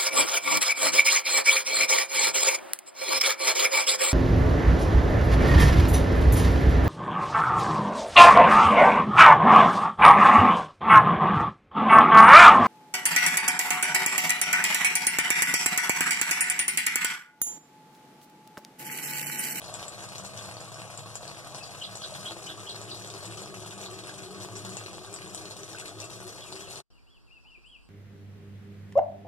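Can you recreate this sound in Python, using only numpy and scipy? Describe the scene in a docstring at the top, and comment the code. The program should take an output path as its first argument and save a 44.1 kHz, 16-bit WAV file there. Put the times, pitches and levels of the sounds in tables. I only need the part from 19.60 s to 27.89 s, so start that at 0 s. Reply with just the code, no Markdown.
"""Hose jet into a washing machine tub

Close at the tub: a hose jet pours into shallow water; plops, gulps, spray and bubbles ring the drum's air
modes. A bird nearby gives seven chirps, each a short note and a gliding flick, then whistles in pitch arches.
The sound breaks off into a near-silent moment; after it only the quiet yard is heard, with bird, two drips,
insect hiss, one pulsing insect and a low hum from far away. Two microphone ports, widened in the recorder."""
import sys
import numpy as np
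from scipy import signal
from scipy.fft import rfft, irfft, next_fast_len
from scipy.io import wavfile
from scipy.ndimage import uniform_filter1d

SR = 44100
rng = np.random.default_rng(int(sys.argv[2]) if len(sys.argv) > 2 else 0)


def persist_wave(psi):
    """Save psi, clipped to +-1, as 16-bit WAV."""
    counts = np.round(np.clip(psi, -1, 1) * 32767).astype(np.int16)
    wavfile.write(sys.argv[1], SR, np.atleast_2d(counts).T)


N = 365588
T = np.arange(N) / SR
STOP_S, RESUME_S, FADE_S = 7.228, 7.303, 0.03  # the water has faded out; the yard returns; length of the fade
PORTS_S = 20.7 / SR  # sound travel time between the two microphone ports
SPRAY_T60_S = 0.11  # echo decay of spray and gurgle
SPRAY_ECHO_DB, PLOP_ECHO_DB, SONG_ECHO_DB = 0.5, -2.5, -3  # echoes relative to direct sound


# plop spectrum, before the plop levels: pitch_hz [Hz], level_db [dB per Hz]
PLOP_SPECTRUM = [(30, -81.5), (70, -74.5), (130, -70), (250, -85.5), (450, -83.5), (700, -83.5),
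                 (1250, -91), (1700, -97.5), (2500, -95.5), (5000, -108), (14000, -125)]
# spray spectrum, before the spray levels: pitch_hz [Hz], level_db [dB per Hz]
SPRAY_SPECTRUM = [(200, -110), (1000, -87), (2000, -86), (2800, -88), (3300, -88.5), (4200, -82),
                  (5200, -87), (6000, -81.5), (6700, -83.5), (8200, -82.5), (9200, -88.5), (10200, -91.5),
                  (12000, -99), (14500, -100)]


def water():
    """Jet, large splashes, ringing drum, bubbles and a low rumble add up at the two ports."""
    spray_db, plunge_db, boom_db = swells()
    jet_spray, jet_plop = falling_jet(gain_of(spray_db), gain_of(plunge_db))
    big_spray, big_plop = splashes(spray_db=43.8, plop_db=68, scatter=0.22, fall_s=0.005, crack=0.6)
    big_spray = at_ports(big_spray, t60=SPRAY_T60_S, wet_db=SPRAY_ECHO_DB, lead_s=0.000255)
    big_plop = at_ports(big_plop, t60=0.12, wet_db=-2.5, lead_s=0.00006)
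    spray = gain_of(-4.5) * jet_spray + big_spray
    plop = gain_of(0.5) * jet_plop + big_plop
    in_drum = drum(drops(per_s=700, spread_db=1), boom_db) + gulps()
    boom = at_ports(in_drum, t60=0.08, wet_db=-9, lead_s=0.00008)
    rumble_spectrum = [(25, -89.0), (100, -81.0), (250, -92.5), (700, -105), (3000, -130)]  # Hz, dB per Hz
    rumble = colour(rng.standard_normal((2, N)), rumble_spectrum)
    return colour(spray, SPRAY_SPECTRUM) + colour(plop, PLOP_SPECTRUM) + boom + gurgle() + rumble


PUFF_S = 0.006  # decay time of a puff of spray


def falling_jet(spray_gain, plunge_gain, spots=3):
    """The jet breaks into blobs that land on a few spots; each plops and throws up a puff of spray."""
    puff = np.exp(-np.arange(3000) / SR / PUFF_S)
    spray, plop = np.zeros((2, N)), np.zeros((2, N))
    for _ in range(spots):  # each spot has echoes of its own
        blobs = drops(per_s=30, spread_db=2)
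        puffs = evened(convolve(abs(blobs), puff)[0])
        droplets = drops(per_s=1700, spread_db=4.5)
        patter = evened(droplets * (puffs + 0.65)) + 0.3 * blobs
        # the finest drops merge into a hiss
        patter = patter + 0.35 * rng.standard_normal(N)
        pings = pinged(patter, width_hz=570) * spray_gain
        spray += at_ports(pings, t60=SPRAY_T60_S, wet_db=SPRAY_ECHO_DB, lead_s=0.000317)
        lesser_blobs = drops(per_s=55, spread_db=3.5)
        plunge = 0.8 * blobs + 0.55 * lesser_blobs + 0.15 * rng.standard_normal(N)
        plop += at_ports(plunge * plunge_gain, t60=0.17, wet_db=PLOP_ECHO_DB, lead_s=0.00006)
    return spray / np.sqrt(spots), plop / np.sqrt(spots)


# the wandering jet: time_s [s], spray_swell_db [dB], boom_swell_db [dB]
JET_SWELLS = [(0.0, 1, 1.5), (0.9, -0.5, 3), (1.3, -1.5, 0), (1.9, -1.6, 0), (2.3, 1, -1.5), (2.6, 2.5, 1),
              (3.1, -0.5, -1), (3.7, 0, 1.5), (4.3, -0.5, -0.5), (5.1, 0.8, 3.5), (5.4, -1, -3),
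              (5.8, 0.5, 0), (6.15, 0, -2.5), (6.38, 0, -2), (6.62, 0, -3.5), (7.2, 1, -4)]
PLUNGE_DB_PER_S = -0.88  # the jet's plops soften as the water deepens


def swells():
    """Spray and boom swell as the jet wanders, plops fade as the tub fills: three dB curves."""
    spray_db, boom_db = follow(JET_SWELLS)
    plunge_db = PLUNGE_DB_PER_S * (T - STOP_S / 2)
    return spray_db, plunge_db, boom_db


# the loudest splashes, levels relative: start_s [s], slap_db [dB], ping_hz [Hz], plop_db [dB]
LOUD_SPLASHES = [(0.1397, -17.5, 7800, -39), (0.2278, -23, 3120, -35.5), (0.2533, -29, 8000, -36),
                 (0.281, -21.5, 8150, -38.5), (0.4395, -28, 7960, -38.5), (0.5816, -20.5, 6300, -41),
                 (0.6475, -24, 8400, -36.5), (0.6626, -21.5, 7800, -40), (0.775, -19.5, 5800, -38),
                 (0.7903, -24, 3240, -38), (0.891, -35, 4000, -35.5), (0.9682, -26, 4500, -35.5),
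                 (1.005, -24.5, 7500, -44), (1.143, -21, 6000, -39), (1.375, -21.5, 7600, -41),
                 (1.5549, -16, 7200, -34), (1.63, -26, 4030, -36), (1.6784, -20.5, 4430, -43),
                 (1.714, -28, 4600, -34.5), (1.9465, -19.5, 5000, -32.5), (2.1488, -27, 2880, -35.5),
                 (2.356, -20.5, 7700, -39), (2.372, -22, 6600, -36.5), (2.497, -36, 4000, -37),
                 (2.5248, -40, 3980, -39), (2.556, -37, 4000, -36.5), (2.710, -34, 3500, -34.5),
                 (2.719, -31, 7400, -38), (2.767, -44, 6500, -35), (3.145, -33, 4000, -35),
                 (3.2151, -22, 7100, -35), (3.474, -23, 7550, -52), (3.501, -21.5, 4100, -43),
                 (3.539, -23.5, 4500, -34.5), (3.647, -32, 4000, -34.5), (3.6535, -21, 8000, -36),
                 (3.699, -36, 4000, -41), (3.818, -25, 7400, -35), (3.858, -27, 5200, -37.5),
                 (3.9707, -30, 5500, -35.5), (4.261, -23, 3900, -39), (4.285, -32, 4000, -37),
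                 (4.494, -23.5, 3580, -38), (4.8478, -31, 3715, -32), (4.887, -33, 4000, -33),
                 (4.954, -24, 5500, -43), (4.9678, -23.5, 7640, -39), (5.092, -20.5, 9000, -38),
                 (5.1692, -15.5, 7440, -34), (5.213, -30, 4000, -36.5), (5.282, -32, 4000, -35),
                 (5.331, -26, 5500, -36), (5.382, -33, 2500, -33), (5.447, -27.5, 3500, -36.5),
                 (5.5285, -21, 9200, -50), (5.540, -19, 8000, -46), (5.5615, -19.5, 4930, -37),
                 (5.7467, -15, 8700, -35), (6.033, -20, 5830, -46), (6.1304, -24.5, 5200, -42),
                 (6.402, -19.5, 5950, -47), (6.4415, -21, 7600, -48), (6.925, -22.5, 4100, -34),
                 (7.157, -20, 3920, -41)]
CRACKLE, CRACKLE_S = 0.16, 0.001  # share and decay time of the crackle at impact


def splashes(spray_db, plop_db, scatter, fall_s, crack):
    """A big blob slaps the water, crackles and pings, then droplets patter down: spray and plop drives."""
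    spray, plop = np.zeros(N), np.zeros(N)
    t = np.arange(3000) / SR
    for start_s, slap_db, ping_hz, low_db in LOUD_SPLASHES:
        droplets = scatter * (rng.random(len(t)) < 0.06) * np.exp(-t / fall_s)
        crackle = CRACKLE * np.exp(-t / CRACKLE_S)
        burst = rng.standard_normal(len(t)) * (droplets + crackle)
        burst[0] = 0.7  # the slap itself
        pings = np.convolve(burst, ping(ping_hz, ping_hz / 5))[:len(t)]
        add(spray, start_s, gain_of(slap_db + spray_db) * (crack * burst + pings))
        add(plop, start_s, gain_of([low_db + plop_db]))
    return spray, plop


# how far the listener leans over the opening: time_s [s], lean [share 0-1]
LISTENER_LEAN = [(2.3, 0.4), (2.6, 0.75), (3.3, 0.9)]
# air modes of the drum, levels before swell and slosh:
# pitch_hz [Hz], width_hz [Hz], rim_db beside the rim [dB per Hz], over_db over the opening [dB per Hz]
DRUM_MODES = [(108.3, 14.1, -58, -55), (138.3, 26, -62.5, -64.5), (189, 14, -70, -60.5),
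              (324.6, 29, -83, -69), (359, 59, -94.5, -68.5), (390, 55, -97, -67.5), (501, 22, -77, -76.5),
              (624, 64.4, -73.5, -78.5), (691.7, 48, -78, -79), (1017, 28, -101, -102),
              (1129, 52, -79, -82), (1260, 34.5, -81, -80.5), (1561, 67, -85, -96)]
DEEP_HZ, UPPER_SWELL = 260, 0.27  # modes from this pitch up follow only this share of the boom's swell
MODE_BEND, SLOSH_DB = 0.014, 0.8  # sloshing shifts pitch (rms share) and level (rms dB) of each mode


def drum(drive, swell_db):
    """The jet rings the drum's air; sloshing bends and swells each mode, leaning over brings out others."""
    lean = np.clip(follow(LISTENER_LEAN)[0], 0, 1)
    out = np.zeros(N)
    for hz, width_hz, rim_db, over_db in DRUM_MODES:
        bend, slosh = wander(0.06), wander(0.07)
        turn = np.exp(2j * np.pi * hz * np.cumsum(1 + MODE_BEND * bend) / SR)
        r = np.exp(-np.pi * width_hz / SR)
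        # shift the mode down to 0 Hz, smooth with a double pole, shift back up
        smooth = signal.lfilter([(1 - r) ** 2], [1, -2 * r, r * r], drive * turn.conj())
        ring = 2 * (turn * smooth).real
        share = 1 if hz < DEEP_HZ else UPPER_SWELL
        level_db = rim_db + lean * (over_db - rim_db) + share * swell_db + SLOSH_DB * slosh
        out += ring * gain_of(level_db)
    return out * np.sqrt(SR / 2)


# gulps of air dragged under by the jet, pitch before its wobble:
# peak_s [s], length_s [s], pitch_hz [Hz], level_db [dB before echoes]
AIR_GULPS = [(1.25, 0.34, 114.4, -45), (2.32, 0.24, 188.4, -51), (3.3, 0.24, 109.6, -42.5),
             (3.297, 0.16, 396, -58), (3.542, 0.18, 385.3, -48), (3.69, 0.26, 109.4, -38.5),
             (3.688, .14, 352.3, -48), (4.15, .2, 194, -51), (4.33, .25, 107.6, -44),
             (4.349, .09, 389, -48), (4.731, 0.13, 409.2, -49.5), (4.76, .16, 189.8, -46),
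             (4.819, 0.27, 108.2, -46), (4.973, .16, 385.5, -50), (5.08, 0.31, 189, -42),
             (5.108, 0.19, 370, -49), (5.22, .22, 108, -40), (5.52, .2, 107, -44), (5.53, .1, 396, -50),
             (5.66, .14, 186, -51), (5.849, .16, 390, -49), (6.018, .1, 379.5, -48.5),
             (6.378, .34, 109, -39), (6.668, .09, 365, -45.5), (6.99, 0.23, 392, -51.5)]
GULP_WOBBLE, GULP_WOBBLE_S = 0.03, 0.02  # rms share of the pitch, and time step


def gulps():
    """A pocket of air swells, wobbles and collapses, sounding near one of the drum's modes."""
    out, wobble = np.zeros(N), wander(GULP_WOBBLE_S)
    for peak_s, length_s, hz, db in AIR_GULPS:
        swell = np.hanning(round(length_s * SR))
        pitch_hz = hz * (1 + GULP_WOBBLE * wobble[round(peak_s * SR):][:len(swell)])
        add(out, peak_s - length_s / 2, swell * tone(pitch_hz, db, waver=0.03))
    return out


def gurgle():
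    """Many small ringing bubbles, fewer deep glugs and single large bubbles share the tub's echoes."""
    ringing = bubbles(per_s=300, low_hz=700, high_hz=8500, cycles=9, rise=0.012)
    glugs = bubbles(per_s=45, low_hz=480, high_hz=1700, cycles=6, rise=0.025)
    mixed = gain_of(-62.5) * ringing + gain_of(-64) * glugs + blips()
    return at_ports(mixed, t60=SPRAY_T60_S, wet_db=1, lead_s=0.00006)


def bubbles(per_s, low_hz, high_hz, cycles, rise):
    """Trapped air rings for some cycles and rises in pitch on its way up; rms 1."""
    out = np.zeros(N)
    for when, pitch, size in rng.random((round(per_s * N / SR), 3)):
        hz = low_hz * (high_hz / low_hz) ** pitch
        age = np.arange(int(5 * cycles * SR / hz)) * hz / SR / cycles  # in decay times
        ring = np.exp(-age) * np.sin(2 * np.pi * cycles * (age + rise * age ** 2))
        add(out, when * N / SR, size ** 4 * ring)
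    return evened(out)


# large single bubbles: start_s [s], pitch_hz at the start [Hz], level_db before the swell [dB]
LARGE_BUBBLES = [(1.504, 1033, -43), (2.437, 1490, -35.5), (2.520, 617, -31.5), (2.695, 860, -37),
                 (3.775, 1250, -38), (3.778, 3050, -38), (4.493, 1590, -34.5), (5.174, 2720, -34),
                 (6.147, 1500, -32.5), (6.174, 2640, -34), (6.209, 3330, -39), (6.221, 1490, -37.5),
                 (6.430, 2660, -33), (6.821, 3360, -34.5), (7.069, 2760, -38)]
BLIP_ATTACK_S, BLIP_DECAY_S, BLIP_RISE_PER_S = 0.0009, 0.0033, 0.8


def blips():
    """Single large bubbles stand out of the gurgle: a quick swell and a short rising ring."""
    out, t = np.zeros(N), np.arange(SR // 25) / SR
    for start_s, hz, db in LARGE_BUBBLES:
        swell = (1 - np.exp(-t / BLIP_ATTACK_S)) * np.exp(-t / BLIP_DECAY_S)
        ring = np.sin(2 * np.pi * hz * t * (1 + BLIP_RISE_PER_S * t))
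        add(out, start_s, gain_of(db) * swell * ring)
    return out


def ping(hz, width_hz):
    """The tiny air pocket under a droplet rings for a few cycles; energy 1."""
    t = np.arange(256) / SR
    ring = np.exp(-np.pi * width_hz * t) * np.cos(2 * np.pi * hz * t)
    return ring / np.linalg.norm(ring)


def pinged(clicks, width_hz, count=14):
    """Every click rings an air pocket with one of several pitches, drawn at random; rms 1."""
    pocket = rng.integers(0, count, N)
    out = np.zeros(N)
    for k, hz in enumerate(np.linspace(1500, 13500, count)):
        out += signal.oaconvolve(clicks * (pocket == k), ping(hz, width_hz))[:N]
    return evened(out)


def drops(per_s, spread_db):
    """Drops land at random as clicks of uneven size; rms 1."""
    size = gain_of(spread_db * np.clip(rng.standard_normal(N), -3, 2))
    sign = rng.choice([-1, 1], N)
    lands = rng.random(N) < per_s / SR
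    return evened(size * sign * lands)


def bird():
    """The nearby bird's sharp chirps and softer whistles are thrown back by nearby walls."""
    chirped = off_wall(chirps(), delay_s=0.0031, share=0.4)
    whistled = off_wall(whistles(), delay_s=0.0042, share=0.3)
    chirped = at_ports(chirped, t60=0.16, wet_db=0.5, lead_s=0.00005)
    whistled = at_ports(whistled, t60=0.41, wet_db=SONG_ECHO_DB, lead_s=0.00003)
    return gain_of(-3.0) * chirped + gain_of(1.0) * whistled


# a short note, then a steep downward flick; nominal note pitch, levels before the bird's mix:
# flick_start_s [s], note_hz [Hz], note_db [dB], flick_top_hz [Hz], flick_end_hz [Hz], flick_db [dB]
BIRD_CHIRPS = [(2.026, 2620, -46, 5040, 4100, -36.5), (2.233, 3070, -33.5, 4570, 3310, -33),
               (2.430, 3290, -40.5, 4890, 3500, -32), (2.675, 3205, -33, 4270, 3290, -36.5),
               (2.888, 3136, -36.5, 4100, 3200, -35), (3.087, 3143, -37, 4750, 3370, -33),
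               (3.306, 2885, -45, 4640, 3700, -33)]
NOTE_S, FLICK_S = 0.024, 0.021
NOTE_RASP, FLICK_RASP = 0.052, 0.08  # rms pitch tremble, share of the pitch


def chirps():
    """Each chirp is a slightly arched, raspy note that leads straight into a falling flick."""
    out = np.zeros(N)
    for start_s, note_hz, note_db, top_hz, end_hz, flick_db in BIRD_CHIRPS:
        arch = np.sin(np.pi * np.linspace(0, 1, int(NOTE_S * SR)))
        note = tone(note_hz * (0.95 + 0.064 * arch), note_db, waver=NOTE_RASP)
        add(out, start_s - NOTE_S, arch * note)
        u = np.linspace(0, 1, int(FLICK_S * SR))
        flick = tone(top_hz + (end_hz - top_hz) * u, flick_db, waver=FLICK_RASP)
        add(out, start_s, np.sin(np.pi * u) ** 0.48 * flick)
    return out


# whistled arches, levels before shaping and the bird's mix:
# start_s [s], rise_s [s], fall_s [s], start_hz [Hz], top_hz [Hz], end_hz [Hz], level_db [dB]
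BIRD_WHISTLES = [(6.775, 0.038, 0.028, 2380, 3250, 2650, -58), (6.84, 0.012, 0.049, 2680, 2860, 2130, -56),
                 (6.956, 0.066, 0.066, 2370, 3420, 2370, -54),
                 (7.295, 0.024, 0.03, 2480, 3180, 2700, -73.5), (7.35, 0.014, 0.032, 2700, 2870, 2170, -64),
                 (7.455, .063, 0.071, 2340, 3420, 2380, -64), (7.665, 0.0064, .026, 2640, 2800, 2300, -64),
                 (7.695, 0.031, .066, 2270, 2830, 2470, -55),
                 (7.843, .047, 0.0267, 2380, 3065, 2610, -56.5),
                 (7.911, 0.027, 0.029, 2650, 2770, 2230, -50.5),
                 (8.029, 0.071, 0.081, 2290, 3280, 2270, -54.5),
                 (8.058, .03, 0.0088, 7000, 9200, 8500, -64.5), (8.21, .01, .043, 6920, 8830, 7750, -71)]
FLUTTER_DB, FLUTTER_S = 1.8, 0.01  # rms level flutter, and its smoothing time


def whistles():
    """Whistled arches whose strength flutters at random."""
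    out = np.zeros(N)
    for start_s, *shape in BIRD_WHISTLES:
        add(out, start_s, whistle(*shape))
    flutter = evened(uniform_filter1d(rng.standard_normal(N), round(FLUTTER_S * SR)))
    return out * gain_of(FLUTTER_DB * flutter)


ARCH_ROUNDNESS = 1.45  # 1 = pointed, 2 = parabola
THIN_TOP_DB, CRESCENDO_DB = -7, 3  # a whistle thins at its top and grows towards its end


def whistle(rise_s, fall_s, start_hz, top_hz, end_hz, db):
    """The pitch climbs to a rounded top and comes down again."""
    t = np.arange(0, rise_s + fall_s, 1 / SR)
    from_top = np.interp(t, [0, rise_s, rise_s + fall_s], [1, 0, 1])
    arch = 1 - from_top ** ARCH_ROUNDNESS
    foot_hz = np.where(t < rise_s, start_hz, end_hz)
    pitch_hz = foot_hz + (top_hz - foot_hz) * arch
    level_db = db + THIN_TOP_DB * arch + CRESCENDO_DB * (t / t[-1] - 0.5)
    return tone(pitch_hz, level_db, waver=0.005) * signal.windows.tukey(len(t), 0.25)


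def off_wall(x, delay_s, share):
    """One close reflection breaks a gliding tone into strands."""
    out = x.copy()
    add(out, delay_s, share * x)
    return out / np.hypot(1, share)


# last drips into the tub: start_s [s], pitch_hz [Hz], level_db at the start, before echoes [dB]
LAST_DRIPS = [(7.854, 835, -65), (7.978, 360, -58)]
DRIP_T60_S = 0.06


def drips():
    """Each drip rings briefly in the tub."""
    out, t = np.zeros(N), np.arange(SR // 4) / SR
    for start_s, hz, db in LAST_DRIPS:
        add(out, start_s, tone(np.full(len(t), hz), db - 60 * t / DRIP_T60_S, waver=0.057))
    return at_ports(out, t60=0.2, wet_db=PLOP_ECHO_DB, lead_s=0.00006)


# still outdoor air: pitch_hz [Hz], level_db [dB per Hz]
YARD_AIR = [(25, -81.5), (60, -83.5), (100, -86.5), (200, -92), (350, -95), (600, -105), (1050, -104),
            (1900, -110), (3000, -110), (3800, -114), (6000, -117.5), (8000, -114), (10500, -121),
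            (14500, -125)]
# hiss of many insects: pitch_hz [Hz], level_db [dB per Hz]
INSECT_SPECTRUM = [(3300, -140), (4000, -114), (4400, -104), (4900, -103), (5200, -116), (6200, -140)]
# low hum from far away: time_s [s], pitch_hz [Hz], level_db [dB]
FAR_HUM = [(0, 46.4, -81), (7.3, 45.3, -56.5), (7.7, 46, -66.5), (8.0, 48, -55), (8.29, 47.3, -52)]


def yard():
    """Noise for still air and insect hiss, a pulsing insect, and a trembling low tone for the far hum."""
    air = colour(rng.standard_normal((2, N)), YARD_AIR)
    hiss = colour(rng.standard_normal((2, N)), INSECT_SPECTRUM)
    return air + hiss + insect() + tone(*follow(FAR_HUM), waver=0.022)


def insect(top_hz=5460, db=-74):
    """One insect pulses 9.65 times a second; its pitch is highest in the middle of each pulse."""
    beat = np.cos(2 * np.pi * 9.65 * (T - RESUME_S))
    voice = tone(top_hz + 110 * (beat - 1), db + 3 * wander(0.01), waver=0.008)
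    return at_ports(np.maximum(beat, 0) * voice, t60=0.073, wet_db=SONG_ECHO_DB, lead_s=0.0001)


def at_ports(x, t60, wet_db, lead_s, size=16384):
    """Direct sound reaches the left port first; echoes from all sides agree only in the bass."""
    t, hz = np.arange(size) / SR, np.fft.rfftfreq(size, 1 / SR)
    decay = gain_of(-60 * t / t60) * (1 - np.exp(-t / 0.0047))
    a, b = rfft(rng.standard_normal((2, size)) * decay / np.linalg.norm(decay))
    same = np.sinc(2 * hz * PORTS_S)  # likeness of the echoes at the two ports
    echoes = np.array([a, same * a + np.sqrt(1 - same ** 2) * b])
    echoes = echoes * hz / (hz + 400)  # less bass
    direct = np.exp(-2j * np.pi * hz * np.array([[PORTS_S], [PORTS_S + lead_s]]))
    direct[1] /= np.sqrt(1 + (hz / 6000) ** 4)  # straight treble barely bends round to the right port
    response = irfft(direct + gain_of(wet_db) * echoes)
    return convolve(x, response / np.sqrt(1 + gain_of(wet_db) ** 2))


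def tone(hz, db, waver):
    """A nearly pure voice whose pitch trembles by an rms share of itself."""
    tremble = evened(uniform_filter1d(rng.standard_normal(N), 60))[:len(hz)]
    phase = 2 * np.pi * np.cumsum(hz * (1 + waver * tremble)) / SR
    return np.sqrt(2) * gain_of(db) * np.sin(phase)


def wander(step_s):
    """A slow random curve that takes a new value at every step; rms 1."""
    at = np.arange(0, N / SR + step_s, step_s)
    return evened(np.interp(T, at, rng.standard_normal(len(at))))


def colour(x, spectrum, size=4096):
    """Causal minimum-phase filter that gives unit white noise the spectrum, and keeps clicks sharp."""
    hz = abs(np.fft.fftfreq(size, 1 / SR))
    log_gain = np.log(gain_of(read(spectrum, hz)) * np.sqrt(SR / 2))
    response = np.fft.ifft(np.exp(np.conj(signal.hilbert(log_gain)))).real
    return convolve(x, response[:size // 2])


def convolve(x, response):
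    """Filters one or two channels."""
    return signal.fftconvolve(np.atleast_2d(x), np.atleast_2d(response), axes=1)[:, :N]


def add(mix, start_s, sound):
    """Mixes a sound in at its start time."""
    part = mix[max(round(start_s * SR), 0):][:len(sound)]
    part += sound[:len(part)]


def follow(rows):
    """The columns of a time table, drawn out as curves over the whole scene."""
    s, *columns = np.transpose(rows)
    return [np.interp(T, s, column) for column in columns]


def read(points, hz):
    """A spectrum table on a log-frequency axis."""
    f, value = np.transpose(points)
    return np.interp(np.log(hz + 1), np.log(f + 1), value)


def evened(x):
    """Scales to rms 1."""
    return x / np.sqrt(np.mean(x ** 2) + 1e-20)


def gain_of(db):
    """Decibels to amplitude."""
    return 10 ** (np.asarray(db) / 20)


# tilt of the water between the ports, the right mostly shaded from the treble:
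# pitch_hz [Hz], left_minus_right_db [dB]
PORT_SHADE = [(50, 1), (200, -2.5), (600, 5), (2500, 9), (4500, 8), (6500, 1.5), (8500, 8), (14000, 8.5)]


def scene():
    """Water over the yard until the break; the yard alone after it, and 32 dB down in between."""
    size = next_fast_len(N, True)
    hz = np.fft.rfftfreq(size, 1 / SR)
    shade = gain_of(read(PORT_SHADE, hz) * np.array([[0.5], [-0.5]]))
    pouring = irfft(rfft(water(), size) * shade, size)[:, :N]
    before = np.clip((STOP_S - T) / FADE_S, 0, 1) ** 2
    after = np.clip((T - RESUME_S) / 0.00052, 0, 1)
    outdoors = bird() * gain_of([[1.5], [-1.5]]) + yard() + drips()
    return pouring * before + outdoors * np.maximum(before + after, gain_of(-32.0))


# stereo widening, how much of the other channel is subtracted: pitch_hz [Hz], cross [share]
WIDEN_SHARE = [(30, .88), (2100, .97), (4300, .68), (6400, .4), (9000, .17), (12000, .02)]
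EDGE_HZ = 14400  # upper band limit


def record(dry):
    """Stereo widening takes a delayed copy of each port from the other channel; then the band limit."""
    size = next_fast_len(N + SR, True)
    hz = np.fft.rfftfreq(size, 1 / SR)
    ports = rfft(dry, size)
    cross = np.clip(read(WIDEN_SHARE, hz), 0, 0.97) * np.exp(-2j * np.pi * hz * PORTS_S)
    wide = irfft(ports - cross * ports[::-1], size)[:, :N]
    low_pass = signal.firwin(511, EDGE_HZ, window=("kaiser", 9), fs=SR)
    return signal.oaconvolve(wide, low_pass[None], "same")


dry = scene()
out = record(dry)
persist_wave(out)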